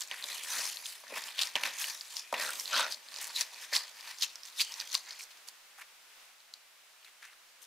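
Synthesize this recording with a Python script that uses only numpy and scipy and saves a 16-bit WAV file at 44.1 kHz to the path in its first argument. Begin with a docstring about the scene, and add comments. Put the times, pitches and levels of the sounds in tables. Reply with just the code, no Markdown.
"""Sand grains grind and crackle and single stones snap as a gloved hand kneads damp sandy soil in a plastic
tub, then presses it flat with the knuckles, close to two microphones. Grains, stones and soil pops are short
damped sines; scrapes, knocks and weight excite resonances of the tub walls and floor; the tub rocks with low
pushes. A small quiet room answers with decaying noise, over slowly swelling and sinking air and hiss."""
import sys
import numpy as np
from scipy import signal
from scipy.fft import rfft, irfft, next_fast_len
from scipy.io import wavfile
from scipy.ndimage import uniform_filter1d, map_coordinates

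SR = 44100
rng = np.random.default_rng(int(sys.argv[2]) if len(sys.argv) > 2 else 0)


def transcribe(signal):
    """Save signal, clipped to [-1, 1], as a 16-bit WAV file at the path in sys.argv[1]."""
    frames = np.atleast_2d(signal).T
    limited = np.clip(frames, -1, 1)
    pcm = np.round(limited * 32767).astype(np.int16)
    wavfile.write(sys.argv[1], SR, pcm)


N = 337806

# Strokes of the hand. Each row: peak time in seconds, grinding level in dB, rise in seconds, fall in seconds,
# wall scrape in dB re grinding, dry fizz in dB re grinding.
STROKES = [(0.012, -41, 0.021, 0.062, -8, -4), (0.12, -44.5, 0.017, 0.041, 2.5, -28),
           (0.248, -49, 0.25, 1, -0.5, -19), (0.35, -48.5, 0.4, 0.089, -5, 4),
           (0.559, -39, 0.19, 0.29, -4, 0), (0.68, -44, 0.51, 0.15, -29, 1),
           (0.864, -45, 0.041, 0.19, -29, 0), (1.177, -41, 0.082, 0.045, 2, -1.5),
           (1.1, -52.5, 0.052, 0.075, 3, -8), (1.27, -45, 0.22, 0.13, -3, -3.5),
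           (1.418, -35, 0.062, 0.091, -5, -2.5), (1.558, -37, 0.002, 0.043, 6, -21),
           (1.659, -36.5, 0.12, 0.11, -0.5, -5.5), (1.795, -40.5, 0.039, 0.25, -8, -0.5),
           (1.86, -41, 0.18, 0.21, -8, -1.5), (2.179, -43, 0.14, 0.071, -8, -2.5),
           (2.344, -43.5, 0.012, 0.27, 6, -22), (2.428, -40.5, 0.13, 0.31, -8, -2),
           (2.61, -49, 0.28, 0.25, -26, 5), (2.776, -29.5, 0.097, 0.12, -3, -11.5),
           (2.92, -48, 0.042, 0.052, -20, 4.5), (3.2, -46, 0.23, 0.48, -5.5, -5.5),
           (3.366, -39.5, 0.02, 0.11, -11.5, -1.5), (3.413, -31.5, 0.065, 0.025, -9.5, -3.5),
           (3.639, -48.5, 0.31, 0.087, -3, -3), (3.758, -30, 0.046, 0.054, -5.5, -6),
           (3.8, -44.5, .03, 0.15, -6, -12), (4.09, -50, 0.34, 0.14, -3, -3.5),
           (4.231, -34.5, 0.043, 0.038, -12.5, -5.5), (4.3, -54.5, 0.22, 0.22, -9, -7),
           (4.46, -53.5, 0.066, 0.16, -7.5, -1.5), (4.61, -31, 0.044, 0.047, -15.5, -3.5),
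           (4.72, -51.5, 0.14, 0.38, -3.5, 0.5), (4.805, -46, 0.037, 0.085, -1.5, -21),
           (4.946, -36, 0.054, 0.055, -11.5, -4), (5.1, -52, 0.22, .4, -6.5, -10)]
# Tub wall resonances. Each row: centre in Hz, width in Hz, relative level in dB.
TUB_WALLS = [(992, 257, 1), (1560, 146, 1), (1833, 235, 3), (2535, 290, 0.5)]
# Tub floor resonances. Each row: centre in Hz, width in Hz, relative level in dB.
TUB_FLOOR = [(151, 20, -2), (205, 37, -2.5), (256, 51, -4), (402, 45, -7.5), (587, 114, -6)]
# Spectrum of dry ticks. Each row: frequency in Hz, relative level in dB per Hz.
FIZZ_SPECTRUM = [(3000, -14), (6000, 3), (9200, 2.5), (12500, 0), (15600, -7)]

FLANK_DB = 20  # a stroke swells and dies by this much in its rise and fall times
REST_DB, REST_SCRAPE_DB, REST_FIZZ_DB = -80, 8, -16  # resting hand: grinding; scrape and fizz re grinding
LIFT_S, LIFT_TAKES_S = 5.32, 0.097  # the hand has left the tub; its fade before that
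WEIGHT_GROWS = 1.77  # dB of weight per dB of scrape
SMALL_SNAP_DB, SMALL_SNAP_HZ, SMALL_SNAP_SPREAD = 6.5, 4540, 0.34  # mean level re grinding, pitch, ln-pitch sd
SMALL_SNAP_TOP_DB = -44  # grinding above this makes chance snaps no louder
TOP_HZ = 15650


def amp(db):
    """Decibels to gain."""
    return 10 ** (np.asarray(db) / 20)


def unit(x):
    """x at rms 1."""
    return x / np.sqrt(np.mean(x ** 2) + 1e-20)


def along(points, hz):
    """(Hz, value) points read on a log-frequency axis."""
    f, v = np.transpose(points)
    return np.interp(np.log(hz + 1), np.log(f + 1), v)


def wobble(rate):
    """A smooth random curve, rate knots a second."""
    knots = rng.standard_normal(int(N * rate / SR) + 4)
    return map_coordinates(knots, [np.arange(N) * rate / SR])


def filtered(x, response):
    """x times a complex response of frequency."""
    m = next_fast_len(N + SR // 2)
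    return irfft(rfft(x, m) * response(np.fft.rfftfreq(m, 1 / SR)), m)[..., :N]


def resonant(x, modes):
    """x through parallel (Hz, width Hz, dB) band-pass resonances of alternating sign."""
    def response(f):
        total = 0
        for k, (centre, width, db) in enumerate(modes):
            damping = 1j * f * width
            total = total + (-1) ** k * amp(db) * damping / (centre * centre - f * f + damping)
        return total
    return filtered(x, response)


def rings(start, gain, hz, cycles, size):
    """Sum of damped sines: swell time constant half a cycle, 1/e decay in the given cycles."""
    k = np.arange(size)
    turns = hz[:, None] * k / SR
    envelope = (1 - np.exp(-2 * turns)) * np.exp(-turns / cycles)
    wave = gain[:, None] * np.sin(2 * np.pi * turns) * envelope
    wave = wave * np.cos(np.pi * k / size / 2)  # ends at zero
    at = (start * SR).astype(int)[:, None] + k
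    return np.bincount(at.ravel(), wave.ravel(), N + size)[:N]


def impacts(count, tail_db):
    """Grain contacts: random times and signed sizes, most small and a few large."""
    draw = rng.random((count, 3))
    size_db = np.minimum(-tail_db * np.log(1 - draw[:, 2]), 5 * tail_db)
    return draw[:, 0] * (N - 1) / SR, np.sign(draw[:, 1] - .5) * amp(size_db)


def ticks(count, tail_db):
    """Contacts as single-sample pushes."""
    at, size = impacts(count, tail_db)
    return np.bincount((at * SR).astype(int), size, N)


def patchy(x, depth_db):
    """The shape of hand and soil keeps changing, so resonances come and go in time-frequency patches."""
    z = signal.stft(x, nperseg=256)[2]
    field = uniform_filter1d(rng.standard_normal(z.shape), 4, 0)
    field = uniform_filter1d(field, 24, 1)
    return signal.istft(z * amp(depth_db * unit(field)), nperseg=256)[1][:N]


def effort():
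    """Gain of every stroke over time, one row each, the resting hand last."""
    s, db, rise, fall = np.transpose(STROKES)[:4, :, None]
    t = np.arange(0, N, 64) / SR
    flank = np.where(t < s, (s - t) / np.abs(rise), (t - s) / np.abs(fall))
    rows = np.vstack([amp(db - FLANK_DB * flank), amp(REST_DB) + 0 * t])
    return t, rows * np.clip((LIFT_S - t) / LIFT_TAKES_S, 0, 1)


def pressed(re_db, rest_db):
    """Gain per sample of one layer: powers of all strokes summed, each at its own share."""
    t, rows = effort()
    power = amp(2 * np.append(re_db, rest_db)) @ rows ** 2
    return np.interp(np.arange(N) / SR, t, np.sqrt(power))


def spread(x, alike, other):
    """Two microphones: a second signal enters them in opposite sign, as far as they are unalike."""
    turn = lambda hz: np.arccos(np.clip(along(alike, hz), -1, 1)) / 2
    mid = filtered(x, lambda hz: np.cos(turn(hz)))
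    side = filtered(other, lambda hz: np.sin(turn(hz)))
    return np.array([mid + side, mid - side])


def kneading():
    """Grains slip in clumps: they ring a few cycles in the hollow, spit dry ticks and shake walls and floor."""
    # Median grain pitch. Each row: time in seconds, pitch in Hz.
    grain_pitch = [(0.0, 4400), (0.2, 3860), (0.68, 4710), (1.1, 3700), (1.56, 3580), (2.17, 4980),
                   (2.35, 3880), (3.2, 4210), (5.3, 4750)]
    # Air in the tub. Each row: centre in Hz, width in Hz, resonance gain in dB.
    hollow_modes = [(2570, 100, -31), (3200, 68, 5.5), (3610, 870, -8), (4230, 510, 7.5),
                    (7000, 2140, -1.5)]
    # Weight on the tub floor. Each row: time in seconds, level in dB re grinding before the scrape's share.
    floor_weight = [(0, -11), (0.6, -6.5), (1.2, -11.5), (2.3, -10), (3.0, -2), (3.7, -10.5), (4.4, -11.5),
                    (5.302, -7)]
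    scrape_db, fizz_db = np.transpose(STROKES)[4:]
    clumps = amp(0.6 * wobble(35) + 2.2 * wobble(200))

    at, size = impacts(count=16000, tail_db=2.5)
    pitch_hz = np.interp(at, *np.transpose(grain_pitch)) * np.exp(0.29 * rng.standard_normal(len(at)))
    grains = clumps * rings(at, size, np.clip(pitch_hz, 500, 12000), cycles=3.5, size=128)
    grind = unit(0.87 * grains + resonant(grains, hollow_modes))

    dry_ticks = clumps * ticks(count=60000, tail_db=2.5)
    fizz = unit(filtered(dry_ticks, lambda hz: amp(along(FIZZ_SPECTRUM, hz))))
    scrape = unit(resonant(clumps * ticks(count=9000, tail_db=1.0), TUB_WALLS))
    weight = unit(resonant(amp(0.52 * wobble(48)) * ticks(count=4000, tail_db=2.5), TUB_FLOOR))

    body = pressed(0 * scrape_db, 0) * grind + pressed(scrape_db, REST_SCRAPE_DB) * scrape
    load = pressed(WEIGHT_GROWS * scrape_db, WEIGHT_GROWS * REST_SCRAPE_DB)
    load = load * amp(np.interp(np.arange(N) / SR, *np.transpose(floor_weight)))
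    out = patchy(body, depth_db=2.0)
    out = out + pressed(fizz_db, REST_FIZZ_DB) * patchy(fizz, depth_db=2.5)
    return out + load * weight


def room_tone():
    """Slowly swelling and sinking air and microphone hiss: shaped noise, partly shared by the microphones."""
    # Noise spectrum. Each row: frequency in Hz, relative level in dB per Hz.
    air_spectrum = [(25, -21), (60, -41), (115, -43), (190, -27), (290, -24.5), (600, -13), (1400, -8.5),
                    (2500, -8), (5000, -11), (15500, -19.5)]
    # Each row: frequency in Hz, left-right likeness (0-1).
    air_alike = [(60, 1), (300, 0.58), (2000, 0.53), (15000, 0.023)]
    # Each row: time in seconds, mean level in dB.
    tone_level = [(0, -57), (5.3, -56), (6, -58), (6.22, -55.5), (6.36, -59.5), (7.66, -59.5)]
    a, b = filtered(rng.standard_normal((2, N)), lambda hz: amp(along(air_spectrum, hz)))
    level_db = np.interp(np.arange(N) / SR, *np.transpose(tone_level))
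    return amp(level_db + 0.2 * wobble(5.1)) * unit(spread(a, air_alike, b))


def snaps():
    """A snap is a short ring at its pitch, a few scattered splinters and a crack; small ones come by chance."""
    # Loud stones and clods. Each row: start in seconds, ring level in dB, pitch in Hz.
    loud_snaps = [(0.0074, -18, 7800), (0.0184, -18, 7000), (0.0227, -23.5, 4770), (0.0752, -31, 7540),
                  (0.113, -20.5, 2980), (0.1415, -29, 1800), (0.2252, -25, 4100), (0.2409, -18, 3820),
                  (0.286, -26.5, 7000), (0.4365, -21, 7800), (0.5448, -30, 1700), (0.5692, -22.5, 1750),
                  (0.6499, -27, 4250), (0.69, -33, 3800), (0.771, -23, 4170), (0.858, -24.5, 3440),
                  (1.0685, -37, 1760), (1.14, -30, 2280), (1.16, -26, 2220), (1.239, -22.5, 5100),
                  (1.283, -26.5, 3000), (1.3568, -40, 10000), (1.3917, -12.5, 3540), (1.414, -13, 5130),
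                  (1.4337, -15, 4470), (1.472, -19, 5340), (1.555, -10, 3160), (1.5659, -19.5, 2340),
                  (1.636, -13.5, 2700), (1.7863, -23, 6900), (1.8422, -19, 2860), (1.905, -25, 5400),
                  (2.0103, -23.5, 4760), (2.108, -36, 8790), (2.168, -18, 5270), (2.195, -21, 5200),
                  (2.3417, -17.5, 2460), (2.36, -33, 2470), (2.3968, -24, 1980), (2.4921, -22.5, 1470),
                  (2.5057, -19, 9200), (2.598, -15.5, 5700), (2.6569, -21, 4100), (2.6782, -19.5, 4270),
                  (2.736, -28, 1490), (2.9237, -16.5, 4700), (2.944, -28, 4530), (3.0864, -31, 4276),
                  (3.142, -25.5, 4440), (3.1622, -24, 4870), (3.187, -29, 5000), (3.243, -22.5, 6860),
                  (3.295, -29, 5020), (3.3626, -20, 4160), (3.41, -11, 6000), (3.4166, -15, 5000),
                  (3.5445, -31, 4500), (3.765, -5.5, 4720), (4.0088, -28.5, 4900), (4.186, -26, 5760),
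                  (4.2123, -18.5, 5270), (4.2236, -13, 4500), (4.231, -15.5, 4420), (4.357, -23.5, 5540),
                  (4.4337, -27, 5300), (4.4535, -30, 6070), (4.6164, -9.5, 4800), (4.7216, -24, 5500),
                  (4.74, -21.5, 5560), (4.8014, -16.5, 4740), (4.8106, -21, 4600), (4.8752, -30, 6000),
                  (4.918, -26, 6200), (4.9514, -7.5, 4630), (5.108, -25, 4300), (5.4864, -26, 4650),
                  (5.8195, -32, 2240), (6.4038, -41, 4260), (6.5387, -25.5, 4300), (7.029, -45, 2830),
                  (7.0475, -37.5, 4080), (7.2284, -38, 1900), (7.252, -40, 2210), (7.3325, -42.5, 3900)]
    chance = rng.standard_normal((60, 2))
    when = LIFT_S * rng.random(len(chance))
    grinding = pressed(np.zeros(len(STROKES)), 0)[(when * SR).astype(int)]
    small_hz = SMALL_SNAP_HZ * np.exp(SMALL_SNAP_SPREAD * chance[:, 0])
    small_gain = np.minimum(grinding, amp(SMALL_SNAP_TOP_DB)) * amp(SMALL_SNAP_DB + 2.7 * chance[:, 1])

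    s, db, hz = np.transpose(loud_snaps)
    s, hz = np.append(s, when), np.append(hz, small_hz)
    gain = np.append(amp(db), small_gain)
    out = rings(s, gain, hz, cycles=2.8, size=300)
    for splinter in range(5):
        draw = rng.standard_normal((len(s), 2))
        late_s = s + 0.0018 * abs(draw[:, 0])
        out += rings(late_s, 0.15 * gain, hz * np.exp(0.2 * draw[:, 1]), cycles=4, size=200)

    crack = np.zeros(N + 600)
    decay = np.exp(-np.arange(600) / SR / .002)  # 2 ms
    for at, level, hiss in zip(s, gain * amp(-12.5), rng.standard_normal((len(s), 600))):
        crack[int(at * SR):][:600] += level * hiss * decay
    return out + resonant(crack[:N], [(4520, 4200, 0.019)])


def room(x):
    """Two unrelated noise tails, 150 samples late; each frequency dies at its own speed."""
    # Each row: frequency in Hz, 60 dB decay time in seconds.
    decay_times = [(200, 0.66), (2500, 0.18), (5000, 0.21), (12000, 0.085)]
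    hz, t, z = signal.stft(rng.standard_normal((2, SR // 2)), SR, nperseg=256)
    decay = amp(-60 * t / along(decay_times, hz)[:, None])
    tail = signal.istft(z * decay, SR, nperseg=256)[1]
    late = np.pad(x, (150, 0))[None]
    return signal.fftconvolve(late, tail / np.linalg.norm(tail[0]), axes=1)[:, :N]


def knocks():
    """A soft fingertip on the tub: a short low ring that also shakes walls and floor."""
    # Each row: start in seconds, ring level in dB, pitch in Hz.
    finger_knocks = [(0.113, -32, 760), (0.244, -35, 750), (1.038, -33, 900), (1.105, -35, 576),
                     (1.123, -24.5, 423), (1.39, -33.5, 756), (1.554, -23.5, 750), (1.566, -29, 750),
                     (1.636, -24.5, 900), (2.3271, -11.5, 800), (2.341, -16, 910), (2.396, -26, 750),
                     (3.726, -28.5, 610)]
    s, db, hz = np.transpose(finger_knocks)
    blows = rings(s, amp(db), hz, cycles=0.42, size=400)
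    return blows + 1.8 * resonant(blows, TUB_WALLS) + 9.7 * resonant(blows, TUB_FLOOR)


def crunches():
    """Soil gives way in pops that swell and thin out; gritty runs ring shorter, spit ticks, shake the walls."""
    # Runs, wet and narrow or gritty and broad. Each row: start in seconds, length in seconds,
    # level in dB before scaling by length and pitch, pitch in Hz, pitch spread (0-1, sd of ln pitch).
    crunch_runs = [(0.284, 0.083, -48, 4030, 0.05), (0.496, 0.065, -44, 6230, 0),
                   (0.529, 0.11, -45.5, 1850, 0.16), (1.379, 0.027, -36, 3360, 0.22),
                   (1.414, 0.012, -28, 4500, 0.23), (1.5545, 0.005, -34, 3220, 0),
                   (1.562, 0.0063, -37, 4020, 0.35), (1.634, 0.0041, -26, 3300, 0.32),
                   (2.177, 0.048, -55, 5100, 0), (2.204, 0.14, -62, 2470, 0),
                   (2.325, 0.009, -41, 5000, 0.38), (2.326, 0.0076, -30, 1010, 0.08),
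                   (2.338, 0.0064, -36.5, 2450, 0.28), (2.397, .006, -39, 5500, 0.3),
                   (2.372, .16, -53.5, 577, 0.07), (2.471, 0.041, -43, 1450, 0.05),
                   (2.721, 0.15, -35, 1447, 0.04), (2.709, 0.19, -43.5, 589, 0),
                   (2.737, 0.11, -34.5, 3860, 0.2), (2.906, 0.046, -44, 4740, 0.14),
                   (3.203, 0.094, -44, 4460, 0.56), (3.357, 0.032, -36.5, 3950, 0),
                   (3.726, 0.019, -33.5, 1870, 0.04), (3.731, 0.039, -31.5, 4860, 0.26),
                   (3.779, 0.087, -51, 4600, 0.06), (4.047, 0.1, -57, 2310, 0.12),
                   (4.628, 0.14, -53.5, 3050, 0.03), (4.626, 0.13, -57, 4530, 0),
                   (4.22, 0.026, -30, 4760, 0.25), (4.594, 0.025, -28, 3790, 0.18),
                   (4.743, 0.077, -61, 1000, 0.05), (4.941, .014, -31.5, 4550, 0.38),
                   (4.947, .009, -40, 1070, 0.07), (5.067, 0.094, -56, 2020, 0.14),
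                   (5.189, 0.067, -46, 6600, 0.33), (5.304, 0.024, -54.5, 4800, 0.28),
                   (5.37, 0.013, -58, 5000, 0.24), (5.471, 0.031, -48.5, 4160, 0.62),
                   (5.778, 0.028, -49.5, 2060, 0.43), (5.809, 0.018, -46.5, 2190, 0.37),
                   (7.043, 0.057, -57.5, 2660, 0.34), (7.219, 0.045, -53, 1990, 0.2),
                   (7.231, .12, -59, 2050, 0.24), (7.218, 0.068, -57.5, 4540, 0.31),
                   (7.616, 0.038, -55, 6850, 0.46)]
    pops, grit = np.zeros(N), np.zeros(N)
    for s, length, db, hz, pitch_spread in crunch_runs:
        at = s + length * rng.beta(1.3, 1.9, size=90)
        draw = rng.standard_normal((90, 3))
        size = amp(db + 4 * draw[:, 0]) * np.sqrt(length * hz / 120)  # larger pops in long or high runs
        pop_hz = np.minimum(hz * np.exp(pitch_spread * draw[:, 1]), 14000)
        pops += rings(at, size, pop_hz, cycles=5.5 - 7.2 * min(pitch_spread, .7), size=400)
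        grit += np.bincount((at * SR).astype(int), pitch_spread * size * draw[:, 2], N)[:N]
    spit = filtered(grit, lambda hz: amp(along(FIZZ_SPECTRUM, hz)))
    return pops + 5.0 * spit + 3 * resonant(grit, TUB_WALLS)


def thuds():
    """One low push, almost without ring, each time the tub rocks on the table."""
    # Each row: start in seconds, push level in dB.
    tub_rocks = [(1.551, -49), (1.64, -58), (2.325, -45)]
    s, db = np.transpose(tub_rocks)
    return rings(s, amp(db), np.full(len(s), 110.), cycles=.35, size=2000)


def scene():
    """Grains break all over the tub, so the treble balance of the two microphones flickers."""
    # Each row: frequency in Hz, left-right likeness (0-1).
    hand_alike = [(200, 1), (2000, 0.99), (5000, 0.84), (9000, 0.53), (15000, 0.29)]
    hand = kneading() + crunches() + snaps() + knocks()
    near = spread(hand, hand_alike, hand * unit(wobble(530)))
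    tails = room(hand)
    reverb = amp(-14.5) * (tails.mean(axis=0) + 0.37 * tails)
    bass_cut = lambda hz: (1j * hz / (1j * hz + 300)) ** 4  # small sources in a tub radiate little bass
    heard = filtered(near + reverb, bass_cut)
    return heard * amp([[.2], [-.2]]) + thuds() + room_tone()


def record(dry):
    """Steep zero-phase low-pass at the band limit."""
    return filtered(dry, lambda hz: 1 / (1 + (hz / TOP_HZ) ** 200))


dry = scene()
out = record(dry)
transcribe(out)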